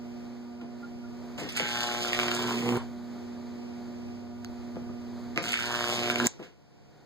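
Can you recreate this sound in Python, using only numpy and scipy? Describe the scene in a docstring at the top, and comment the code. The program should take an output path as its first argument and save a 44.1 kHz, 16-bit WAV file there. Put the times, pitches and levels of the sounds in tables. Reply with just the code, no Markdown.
"""In a living room, a transformer hums on a wooden table. Twice a stick starts an electric arc that
climbs two wires, crackling as it strikes again every half cycle of the mains, until a switch snaps
the power off. Touches knock the table and ring the wires; faint squeaks, two pings and household
noise lie behind. The walls echo the sharp sounds. Two microphones hear it all, and taking a slightly
delayed share of each from the other widens the sound."""
import sys
import numpy as np
from scipy import signal
from scipy.fft import rfft, irfft, next_fast_len
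from scipy.io import wavfile
from scipy.ndimage import uniform_filter1d, map_coordinates

SR = 44100
rng = np.random.default_rng(int(sys.argv[2]) if len(sys.argv) > 2 else 0)


def output_pcm(signal):
    """Save a mono or channel-first signal as 16-bit PCM at the path in sys.argv[1].

    Samples are clipped to [-1, 1] before scaling.
    """
    pcm = np.clip(np.atleast_2d(signal).T, -1, 1) * 32767
    wavfile.write(sys.argv[1], SR, np.round(pcm).astype(np.int16))


N = 310905
T = np.arange(N) / SR
BUZZ_HZ = 120  # twice the mains frequency

# The arc's way up the wires, one list per climb: (time [s], height [0-1])
CLIMBS = [
    [(1.38, 0.07), (2.79, 0.91)],
    [(5.365, 0.06), (6.266, 0.69)],
]
# When the arc strikes regularly: (start [s], end [s])
BURN_SPANS = [(1.56, 2.782), (5.42, 6.27)]


def arc():
    """A spark jumps the gap each half cycle, making a push of air and a burst of hiss of uneven size."""
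    # Loudness, one list per climb: (time [s], level [dB])
    loudness = [
        [(1.378, -46.5), (1.387, -44), (1.47, -50.5), (1.545, -49.5), (1.573, -35), (1.8, -32), (2.0, -34),
         (2.2, -36), (2.36, -33.5), (2.523, -33.5), (2.613, -42.5), (2.66, -35.5), (2.695, -37), (2.74, -37.5),
         (2.775, -33.5), (2.787, -49.5), (2.84, -49.5)],
        [(5.422, -43.5), (5.494, -34.5), (5.518, -37.5), (5.714, -33.5), (5.74, -31.5), (5.9, -34),
         (6.08, -34.5), (6.2, -39), (6.27, -29.5)],
    ]
    # A longer arc strikes later in the half cycle: (time [s], shift of the strike [s])
    strike_shift = [(1.55, -.0024), (2.2, -.0014), (2.45, -.0007), (2.78, -.0015), (5.42, -.0016),
                    (5.8, -.0005), (6.27, .0003)]
    # A longer arc wanders: (height [0-1], noise share [0-1], timing scatter [s], size scatter [dB])
    roughness = [(0, .3, .00004, 1), (.15, .22, .00003, .8), (.45, .28, .00004, 1.1),
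                 (.58, .45, .0001, 2.2), (.9, .62, .00025, 3.5)]
    # The loudest strikes; each layer follows its size more or less strongly:
    # (time [s], thud and knock size [dB], ring size [dB], crack and sizzle size [dB])
    crackles = [(1.5667, 2, 6, 3.5), (1.599, 10, 2.5, 8), (1.657, 2, 5, -2.5), (1.774, -6, 6, 7),
                (1.8075, -11, 7, 6.5), (1.824, -2, 6.5, -1), (1.841, 7, 6.5, 3.5), (1.892, -2, 9, -2.5),
                (1.951, 3, 7.5, -3), (2.046, 5, 10, 0.5), (2.125, 10, -2, 6), (2.1334, 10, -8.5, 11.5),
                (2.15, 5, -0.5, 8.5), (2.1665, 1, 4, 3), (2.1917, 11, 14.5, 11.5), (2.2, 15, 11.5, 13),
                (2.2337, 13, 8.5, 10.5), (2.284, 9, 10.5, 7.5), (2.3176, 8, 11, 8), (2.509, 9, 13.5, 4),
                (2.5175, 12, 4.5, 0), (2.693, 13.5, 4, 12), (2.724, 10, 4, 7), (2.768, -5, 5, 8.5),
                (5.441, 8, 11, 10.5), (5.458, 5, 9.5, -0.5), (5.4665, 4.5, -8, 5), (5.533, 6.5, 2, 9.5),
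                (5.541, -3.5, 9.5, 9.5), (5.558, 5, 4, 3.5), (5.575, 0, -2, 3.5), (5.5916, 2, 9.5, 2),
                (5.608, 2, 5, 3), (5.642, 3.5, 7.5, 0.5), (5.7255, -1.5, 3, 2.5), (5.7417, -2.5, 8, 2.5),
                (5.75, 1.5, 5.5, 6.5), (5.809, 9.5, 11, 3.5), (5.8424, 3, 10.5, 5.5), (5.9014, 6, 9.5, 4.5),
                (6.1014, 5.5, 12, 13.5), (6.126, -1, 9, -8), (6.1597, 7, 14, 16), (6.2018, 16.5, 20, 16)]
    # The arc's five layers, from low to high: (frequency [Hz], level [dB])
    thud = [(250, -25.5), (450, -7.5), (620, -1.5), (780, -1.5), (1100, -24.5), (3000, -63)]
    knock = [(450, -36), (800, -2), (1000, 5.5), (1200, 0), (1600, -8), (4000, -72)]
    ring = [(800, -32), (1250, -10), (1400, -3), (1650, -3.5), (1850, -10), (2300, -23), (5000, -72)]
    crack = [(1200, -36), (1850, -4), (2200, -1.5), (2900, -6.5), (3800, -18.5), (6000, -84)]
    sizzle = [(1800, -44), (3000, 9), (4200, 6), (6200, -1), (7500, -3), (9500, -2), (12000, -8.5),
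              (15000, -10)]
    # A longer arc sounds deeper: (height [0-1], thud [dB], knock [dB], ring [dB], crack [dB], sizzle [dB])
    balance = [(0, -17, -28, -10, -14, -5.5), (0.121, -11.5, -19, -3.5, -2.5, -1),
               (.2, -16.5, -11.5, 0, 3.5, -3.5), (0.292, -10, -4.5, 0.5, -3.5, -4),
               (.36, -6.5, -7.5, -2.5, -4, -4), (0.429, -1.5, -11, -4, -1.5, -1.5),
               (.51, -4, -12, -5, 0, -2), (0.579, -2.5, -8.5, -3.5, -1, -4), (.7, -9.5, -3, -5.5, -5, -6),
               (0.801, -8, -6, -10, -1.5, -2.5), (1, -1.5, -0.5, -12, -21, -29)]
    # (colour, share of the thud's lag, size group, weight of that size,
    #  strength of the clean pulse, how fast it gives way to noise, how deeply the hiss pulses)
    layers = [(thud, 1, 0, .4, 1, .7, .21),
              (knock, .5, 0, .9, 1, 1, .27),
              (ring, 0, 1, 1.1, 1, 1, .31),
              (crack, 0, 2, 1.3, .95, 1.15, .42),
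              (sizzle, 0, 2, .8, .62, 0, .45)]
    beat = np.arange(int(N / SR * BUZZ_HZ))
    beat_s, beat_sample = beat / BUZZ_HZ, beat * SR // BUZZ_HZ
    chance = rng.standard_normal((len(beat), 7))
    noisy, scatter_s, scatter_db = by_height(roughness)
    times = beat_s + np.interp(beat_s, *np.transpose(strike_shift))
    times += scatter_s[beat_sample] * chance[:, 1]
    # The current flows each way in turn, and the two ways strike unequally.
    size_db = np.tile(1.2 * chance[:, 0] - 1.2 * (-1.) ** beat, (3, 1))
    scatter_db = scatter_db[beat_sample]
    for time, *sizes in crackles:
        nearest = np.argmin(np.abs(times + .0015 - time))  # the peak comes just after the strike
        size_db[:, nearest], scatter_db[nearest] = sizes, 1
    height = np.interp(times, *np.vstack(CLIMBS).T)
    thud_lag_s = np.interp(height, [0, 1], [-.0024, .001])  # leads a short arc's crack, trails a long one's
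    striking, burning = inside(BURN_SPANS, times), inside(BURN_SPANS, T)
    unit_burn = lambda x: x / np.sqrt(np.mean(x[burning] ** 2))
    sound = np.zeros(N)
    for k, level_db in enumerate(by_height(balance)):
        colour, lag_share, group, weight, clean, frailty, depth = layers[k]
        kick_at = np.round((times + lag_share * thud_lag_s)[striking] * SR).astype(int)
        kick_db = weight * size_db[group] + scatter_db * chance[:, 2 + k]
        kicks = np.zeros(N)
        kicks[kick_at] = -amp(kick_db[striking])
        flashes = signal.lfilter([1], [1, -np.exp(-1 / (.0018 * SR))], np.abs(kicks))  # flare, then fade
        flashes = uniform_filter1d(flashes, SR // 700)
        flicker = amp(4.04 * wobble(90)) * (1 - depth + depth * np.where(burning, unit_burn(flashes), 1))
        hiss = unit_burn(coloured(flicker * rng.standard_normal(N), colour))
        pulses = unit_burn(coloured(kicks, colour))
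        pulse_share = clean * np.sqrt(1 - (frailty * noisy) ** 2)
        hiss_share = np.where(burning, np.sqrt(1 - pulse_share ** 2), 1)
        sound += amp(level_db + .6 * wobble(14)) * (pulse_share * pulses + hiss_share * hiss)
    lit = inside([(rows[0][0], rows[-1][0]) for rows in loudness], T)
    return amp(curves(np.vstack(loudness))[0]) * lit * sound


def spits():
    """The arc spits single short sparks, some hissy and some bright."""
    # The sparks: (time [s], hissy part [dB], bright part [dB], time to fade 60 dB [s])
    sparks = [(1.385, -47, -38.5, 0.013), (1.399, -47, -31, 0.011), (1.489, -24, -37, 0.1),
              (1.523, -37, -36.5, 0.038), (1.551, -28, -45, .012), (1.556, -34, -49, .012),
              (1.568, -20, -22, 0.029), (1.782, -39, -43, 0.0097), (2.03, -21, -42, 0.021),
              (2.038, -28, -52, 0.012), (2.179, -35, -30, 0.016), (2.3491, -36, -21, .012),
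              (2.77, -31, -30, 0.012), (5.427, -39, -31, .015), (5.429, -40, -44.5, 0.01),
              (5.445, -38, -33.5, .01), (5.459, -34, -32.5, .012), (5.52, -14, -23, 0.022),
              (5.722, -32, -38.5, 0.013), (5.78, -34, -37.5, 0.013), (5.884, -37, -22, 0.01),
              (5.97, -25.5, -41, .015), (6.027, -24.5, -41.5, 0.015)]
    # Colours of the two parts: (frequency [Hz], level [dB])
    hissy_colour = [(1000, -33), (2500, -1.5), (4300, -3), (6000, -4.5), (9000, -21.5), (15000, -37.5)]
    bright_colour = [(1500, -29.5), (4000, -8.5), (7200, 4), (9500, 3.5), (15000, -11)]
    hissy, bright = sum(amp([[hiss_db], [bright_db]] - 60 * np.clip(T - time, 0, 1) / fade_s) * (T > time)
                        for time, hiss_db, bright_db, fade_s in sparks)
    noise = rng.standard_normal(N)
    return coloured(hissy * noise, hissy_colour) + coloured(bright * noise, bright_colour)


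def transformer():
    """The iron core buzzes at multiples of BUZZ_HZ; a burning arc unsteadies it and adds a low roar."""
    # The buzz with no arc, at its 2nd harmonic (2 x BUZZ_HZ): (time [s], level [dB])
    idle = [(0, -41.5), (.6, -43), (1.34, -42), (2.92, -41), (4.1, -41.5), (4.25, -44), (4.7, -41.5),
            (5.3, -41)]
    # The buzz sags as the arc shorts the core, then swells as the arc lengthens:
    # (height [0-1], 1st harmonic [dB], 2nd [dB], 3rd [dB], 4th [dB])
    under_load = [(0, -60, -16, -72, -75), (0.081, -59, -64.5, -88, -77), (0.152, -70, -47, -54, -72),
                  (.3, -56, -47.5, -50.5, -72), (.38, -58, -48, -45, -70), (.6, -53.5, -40, -39, -63.5),
                  (.75, -47, -35.5, -40, -61), (.8, -48, -33.5, -49, -45), (.83, -39, -34, -44, -39),
                  (.85, -43, -29.5, -37, -38), (.88, -35.5, -32.5, -38, -41), (.905, -37.5, -34, -31, -37)]
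    # Higher harmonics that ignore the arc: (multiple of BUZZ_HZ, level [dB])
    overtones = [(5, -64.5), (6, -64), (8, -69), (10, -68), (11, -75.5)]
    # The flame's roar: (frequency [Hz], level [dB])
    roar_colour = [(60, -48.5), (110, -21), (160, -12), (300, -11), (450, -6.5), (700, -30.5)]
    # The 3rd harmonic falls behind the 2nd, the 4th twice as far: (height [0-1], lag [cycles])
    slipping = [(0, 0), (.3, 0), (.85, .75), (1, .75)]
    idle_offsets_db, swells_db = (-28.5, -0.5, -12.5, -34), (5.5, 7, 4.7, 4)  # 1st to 4th harmonic
    power_off_s, swell_s, settle_s = 6.271, 0.09, 0.015
    load_spans = [(CLIMBS[0][0][0], BURN_SPANS[0][1]), (CLIMBS[1][0][0], T[-1])]
    loaded = uniform_filter1d(1. * inside(load_spans, T), int(settle_s * SR))
    burning = uniform_filter1d(1. * inside(BURN_SPANS, T), SR // 20)
    swell = np.clip(1 - (power_off_s - T) / swell_s, 0, 1) ** .5  # just before the power goes
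    levels = [loaded * load_db + (1 - loaded) * (curves(idle)[0] + offset_db) + swell * swell_db
              for load_db, offset_db, swell_db in zip(by_height(under_load), idle_offsets_db, swells_db)]
    slip = loaded * by_height(slipping)[0]
    shake_db, waver = 0.2 + 1.1 * burning, 0.064 + 0.35 * burning
    low = sum(amp(db + shake_db * wobble(25)) * tone((k + 1) * BUZZ_HZ, waver, 0.47 - max(k - 1, 0) * slip)
              for k, db in enumerate(levels))
    high = sum(amp(db + 2 * wobble(22)) * tone(k * BUZZ_HZ, waver=0.12) for k, db in overtones)
    roar = burning * amp(levels[1] - 5.5) * steady_noise(roar_colour)
    return (low + high + roar) * np.clip((power_off_s - T) / 0.0032, 0, 1)


def touches():
    """Each touch of the stick or the switch ticks, shakes the table top and rings the wires."""
    # The touches; a fade is the time to drop 20 dB:
    # (time [s], tick [dB], tick fade [s], knock [dB], wire ring [dB], knock fade [s])
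    contacts = [(0.613, -61, 0.022, -26, -85, 0.083), (1.382, -50, 0.028, -17, -84, 0.05),
                (1.412, -64, .025, -19, -60, 0.044), (1.433, -55, 0.052, -24.5, -60, 0.082),
                (1.451, -68, .013, -23, -94, 0.075), (1.597, -54, .025, -13.5, -53, 0.06),
                (4.757, -52, .002, -16.5, -95, 0.0032), (4.765, -65, 0.0052, -14, -94, 0.011),
                (4.796, -83, .05, -34, -98, 0.16), (4.892, -80, .009, -20, -95, 0.018),
                (4.928, -80, .012, -32, -95, 0.024), (5.36, -44.5, 0.0087, -19, -45, 0.03),
                (5.3754, -27, 0.0027, -12, -37, 0.033), (5.402, -69, .03, -19.5, -47, 0.11),
                (6.337, -60, 0.015, -32.5, -83, 0.04), (6.393, -52.5, 0.072, -13.5, -87, 0.099),
                (6.426, -47, 0.088, -35.5, -78, 0.2)]
    # Notes of the free wires: (frequency [Hz], level [dB], time to fade 60 dB [s])
    wire_notes = [(1215, 2, .6), (1690, -1, .08), (2086, -2, .45), (3220, -7, .3), (3800, -6, .1),
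                  (4517, -9, .3), (5200, -8, .25)]
    # Notes of the wooden top: (frequency [Hz], width [Hz], level [dB])
    wood_notes = [(136, 28, 1.5), (218, 160, 1), (380, 79, 5), (500, 47, 1.5), (688, 54, 2),
                  (1130, 500, -6.5)]
    # The tick: (frequency [Hz], level [dB])
    tick_colour = [(600, -23), (1400, 19.5), (2400, 21.5), (4300, 11), (7000, 3.0), (14000, -3.5)]
    ticks, shakes, rings = np.zeros((3, N + SR))
    t = T[:SR // 2]
    ring = ringing(wire_notes, t)
    for time, tick_db, tick_s, knock_db, ring_db, knock_s in contacts:
        at = slice(round(time * SR), round(time * SR) + len(t))
        ticks[at] += amp(tick_db - 20 * t / tick_s) * rng.standard_normal(len(t))
        shakes[at] += amp(knock_db - 20 * t / knock_s) * rng.standard_normal(len(t))
        rings[at] += amp(ring_db - 20 * t / (6 * knock_s)) * ring  # the stick damps the wires

    def wood(hz):
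        notes = sum((-1) ** k * amp(db) * 1j * hz * width / (centre ** 2 - hz ** 2 + 1j * hz * width)
                    for k, (centre, width, db) in enumerate(wood_notes))
        return notes / (1 + 1j * hz / 1300) ** 2  # a soft touch makes little treble

    return coloured(ticks[:N], tick_colour) + filtered(shakes[:N], wood) + rings[:N]


def switch():
    """The switch gives a dry, bright snap with a faint scrape just before it."""
    # The snap: (frequency [Hz], level [dB])
    snap_colour = [(800, -18), (1600, 11.5), (4000, 2), (7200, 15.5), (9500, 9), (12500, 2), (15500, 13.5)]
    age = T - 6.2692
    snap = amp(-60 * np.abs(age) / 0.009)
    scrape = amp(-24 - 60 * np.abs(age) / 0.3) * (age > -.008)
    return amp(-16) * coloured(np.where(age > 0, snap, scrape) * rng.standard_normal(N), snap_colour)


def pings():
    """Something small clicks twice and leaves a thin ring."""
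    # The two hits: (time [s], click [dB], ring [dB])
    hits = [(4.4468, -26.5, -54), (4.4568, -60, -48)]
    # The ring: (frequency [Hz], level [dB], time to fade 60 dB [s])
    notes = [(4030, -3, .05), (4330, 0, 0.062), (4460, -3, .06)]
    # The click: (frequency [Hz], level [dB])
    click_colour = [(700, -15), (1500, 4), (4000, 0), (7500, -4.5), (10000, -8), (15000, -16)]
    clicks, rings = np.zeros((2, N))
    t = T[:SR // 5]
    for time, click_db, ring_db in hits:
        at = slice(round(time * SR), round(time * SR) + len(t))
        clicks[at] += amp(click_db - 60 * t / .008) * rng.standard_normal(len(t))
        rings[at] += amp(ring_db) * ringing(notes, t)
    return coloured(clicks, click_colour) + rings


def squeaks():
    """A wavering tone swells briefly into faint squeaks."""
    # The squeaks: (time [s], level [dB], length [s])
    peaks = [(0.612, -52, 0.021), (0.843, -43, 0.03), (1.049, -51, 0.02)]
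    swell = sum(amp(db) * np.exp(-((T - time) / (length / 2)) ** 2) for time, db, length in peaks)
    return swell * tone(1405, waver=.3)


def wall_echo(x):
    """The walls answer x, each pitch dying at its own speed; the echo is drawn anew every half second."""
    # How long the walls ring: (frequency [Hz], time to fade 60 dB [s])
    fade_times = [(150, 0.026), (1000, 0.19), (5000, 0.34), (12000, 0.015)]
    # How strongly they answer: (frequency [Hz], level [dB])
    echo_colour = [(600, -9), (1500, -7), (4000, -6.5), (12000, 0)]
    echo = np.zeros((2, N + 2 * SR))
    step, delay = SR // 2, 200  # samples
    for start in range(0, N, step):
        hz, t, noise = signal.stft(rng.standard_normal((2, SR // 2)), SR, nperseg=256)
        fade = amp(-60 * t / along(fade_times, hz)[:, None])
        tail = signal.istft(noise * fade, SR, nperseg=256)[1]
        piece = signal.fftconvolve(x[None, start:start + step], tail / np.linalg.norm(tail[0]), axes=1)
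        echo[:, start + delay:start + delay + piece.shape[1]] += piece
    return filtered(spread(*echo[:, :N]), lambda hz: amp(along(echo_colour, hz)))


def household():
    """The house adds hush, rumble, wavering tones and a low hum that comes and goes."""
    # Loudness of the noise: (time [s], hush [dB], rumble [dB])
    noise_levels = [(0, -50.5, -61), (.4, -53.5, -64.5), (1.3, -50, -60), (2.9, -52, -57), (3.3, -49, -64),
                    (4.1, -52.5, -61), (5.3, -52, -59), (6.3, -46, -59.5), (7.05, -53, -63.5)]
    # Colours of the two noises, then the single tones: (frequency [Hz], level [dB])
    hush_colour = [(80, -46.5), (130, 5), (180, 4), (300, 6.5), (500, 3.5), (800, 0.5), (1300, -5.5),
                   (2400, -6), (3600, -12.5), (4700, -9), (6200, -15), (12000, -25), (16000, -23)]
    rumble_colour = [(20, -41.5), (40, -11.5), (70, -4), (97, -1), (140, -7.5), (200, -35)]
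    house_tones = [(207, -66), (409, -70.5), (468, -66), (592, -67.5), (710.6, -61), (818, -71.5),
                   (931, -74.5), (1400, -72.5), (1464, -70), (4790, -73.5)]
    # The hum: (time [s], level [dB])
    hum_levels = [(0, -79), (3.05, -86), (3.25, -59), (3.9, -65), (4.0, -59.5), (5.3, -61), (5.6, -77)]
    hush_db, rumble_db = curves(noise_levels)

    def one_side():
        hush = amp(hush_db + 1.4 * wobble(6)) * steady_noise(hush_colour)
        rumble = amp(rumble_db + 1.1 * wobble(8.5)) * steady_noise(rumble_colour)
        tones = sum(amp(db + 0.91 * wobble(7.3)) * tone(hz, waver=0.65) for hz, db in house_tones)
        return hush + rumble + tones

    late_tone = amp(-60) * np.clip((T - 6.45) / 0.067, 0, 1) * tone(146, waver=0.77)
    hum = amp(curves(hum_levels)[0]) * tone(97.8, waver=0.65)
    return (late_tone + hum + spread(one_side(), one_side())) * amp([[-.3], [.3]])


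def amp(db):
    """Turn decibels into a factor to multiply by."""
    return 10 ** (np.asarray(db) / 20)


def along(points, hz):
    """Read (frequency [Hz], value) points at hz, with octaves evenly spaced."""
    freqs, values = np.transpose(points)
    return np.interp(np.log(hz + 1), np.log(freqs + 1), values)


def curves(rows):
    """One value per sample for each column after the time."""
    times, *columns = np.transpose(rows)
    return [np.interp(T, times, column) for column in columns]


def by_height(rows):
    """One value per sample for each column after the height, following the arc's climb."""
    heights, *columns = np.transpose(rows)
    return [np.interp(curves(np.vstack(CLIMBS))[0], heights, column) for column in columns]


def inside(spans, t):
    """True where t lies in one of the spans."""
    return sum((t > start) & (t < end) for start, end in spans) > 0


def wobble(rate):
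    """A smooth curve through `rate` random values a second."""
    return map_coordinates(rng.standard_normal(int(N * rate / SR) + 4), [T * rate])


def tone(hz, waver, start=None):
    """A tone of power 1, `start` cycles ahead, whose phase wanders by about `waver` radians."""
    start = rng.random() if start is None else start
    return np.sqrt(2) * np.cos(2 * np.pi * (hz * T + start) + waver * wobble(12))


def ringing(notes, t):
    """The fading notes of something struck."""
    return sum(amp(db - 60 * t / fade_s) * np.sin(2 * np.pi * hz * t) for hz, db, fade_s in notes)


def steady_noise(colour):
    """Noise of power 1 with this colour."""
    noise = filtered(rng.standard_normal(N), lambda hz: amp(along(colour, hz)))
    return noise / np.sqrt(np.mean(noise ** 2))


def filtered(x, response):
    """Scale and shift each frequency of x by response(hz)."""
    size = next_fast_len(N + SR // 2)
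    return irfft(rfft(x, size) * response(np.fft.rfftfreq(size, 1 / SR)), size)[..., :N]


def coloured(x, colour):
    """Give x this colour with a filter that rings only after a hit, never before."""
    cepstrum = irfft(np.log(amp(along(colour, np.fft.rfftfreq(4096, 1 / SR)))))
    cepstrum[1:2048] *= 2  # fold the early half onto the late half
    cepstrum[2049:] = 0
    return signal.fftconvolve(x, irfft(np.exp(rfft(cepstrum))))[:N]


def spread(a, b):
    """Mix two unrelated signals into two sides: most alike near 200 Hz, wide in deep bass and treble."""
    # How well the two microphones agree: (frequency [Hz], likeness [0-1])
    likeness = [(40, 0.2), (100, 0.27), (200, 0.93), (500, 0.32), (900, 0.6), (1500, 0.24), (16000, 0.078)]
    angle = lambda hz: np.arccos(along(likeness, hz)) / 2
    same = filtered(a, lambda hz: np.cos(angle(hz)))
    opposite = filtered(b, lambda hz: np.sin(angle(hz)))
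    return np.array([same + opposite, same - opposite])


def placed(x, lead_s, left):
    """x at both microphones, the left one lead_s early and louder by (frequency [Hz], level [dB])."""
    side = np.array([[.5], [-.5]])
    response = lambda hz: np.exp(2j * np.pi * hz * lead_s * side) * amp(along(left, hz) * side)
    return filtered(np.array([x, x]), response)


def scene():
    """Each source reaches the microphones at slightly different times; the walls echo the sharp ones."""
    # How much louder the arc's spot is on the left: (frequency [Hz], level [dB])
    arc_left = [(300, -1), (1200, -3.5), (2200, 1.5), (5000, -10.5), (12000, 7)]
    near = arc() + spits() + touches()
    snap = switch()
    echo = wall_echo(near + amp(-8.5) * snap)
    direct = placed(near + squeaks() + pings(), lead_s=0.00015, left=arc_left)
    direct += placed(snap, lead_s=0.000116, left=[(1000, -1.6)])
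    buzz = placed(transformer(), lead_s=-0.00012, left=[(1000, 0.47)])
    return direct + echo + buzz + household()


def record(dry):
    """Each side is its microphone minus some of the delayed other one, with the lost bass lifted back."""
    # All sound drops at the snap, then creeps up: (time [s], level [dB])
    overall_level = [(0, -1.5), (6.273, 0), (6.285, -8.5), (6.55, -14.5), (7.05, -7.5)]
    # The microphones' uneven treble: (frequency [Hz], level [dB])
    mic_colour = [(7000, 1.5), (9200, -3), (10300, -10.5), (12000, -3), (15400, -1), (15800, -34.5),
                  (16600, -34.5)]
    # How much of the other microphone is taken away: (frequency [Hz], share [0-1])
    cross_share = [(200, 0.73), (1500, 0.55), (3000, 0.84), (12000, 0.65)]
    delay_s, mono_above_hz, top_hz = 16 / SR, 13600, 16650
    cross = lambda hz: along(cross_share, hz) * np.exp(-2j * np.pi * hz * delay_s)
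    loss = lambda hz: np.abs(1 - cross(np.minimum(hz, 1 / (2 * delay_s))))
    lift = lambda hz: amp(along(mic_colour, hz)) * (hz < top_hz) / loss(hz)
    left, right = dry * amp(curves(overall_level)[0])
    mid = filtered(left + right, lambda hz: (1 - cross(hz)) * lift(hz)) / 2
    side = filtered(left - right, lambda hz: (1 + cross(hz)) * lift(hz) * (hz < mono_above_hz)) / 2
    return np.array([mid + side, mid - side])


dry = scene()
out = record(dry)
output_pcm(out)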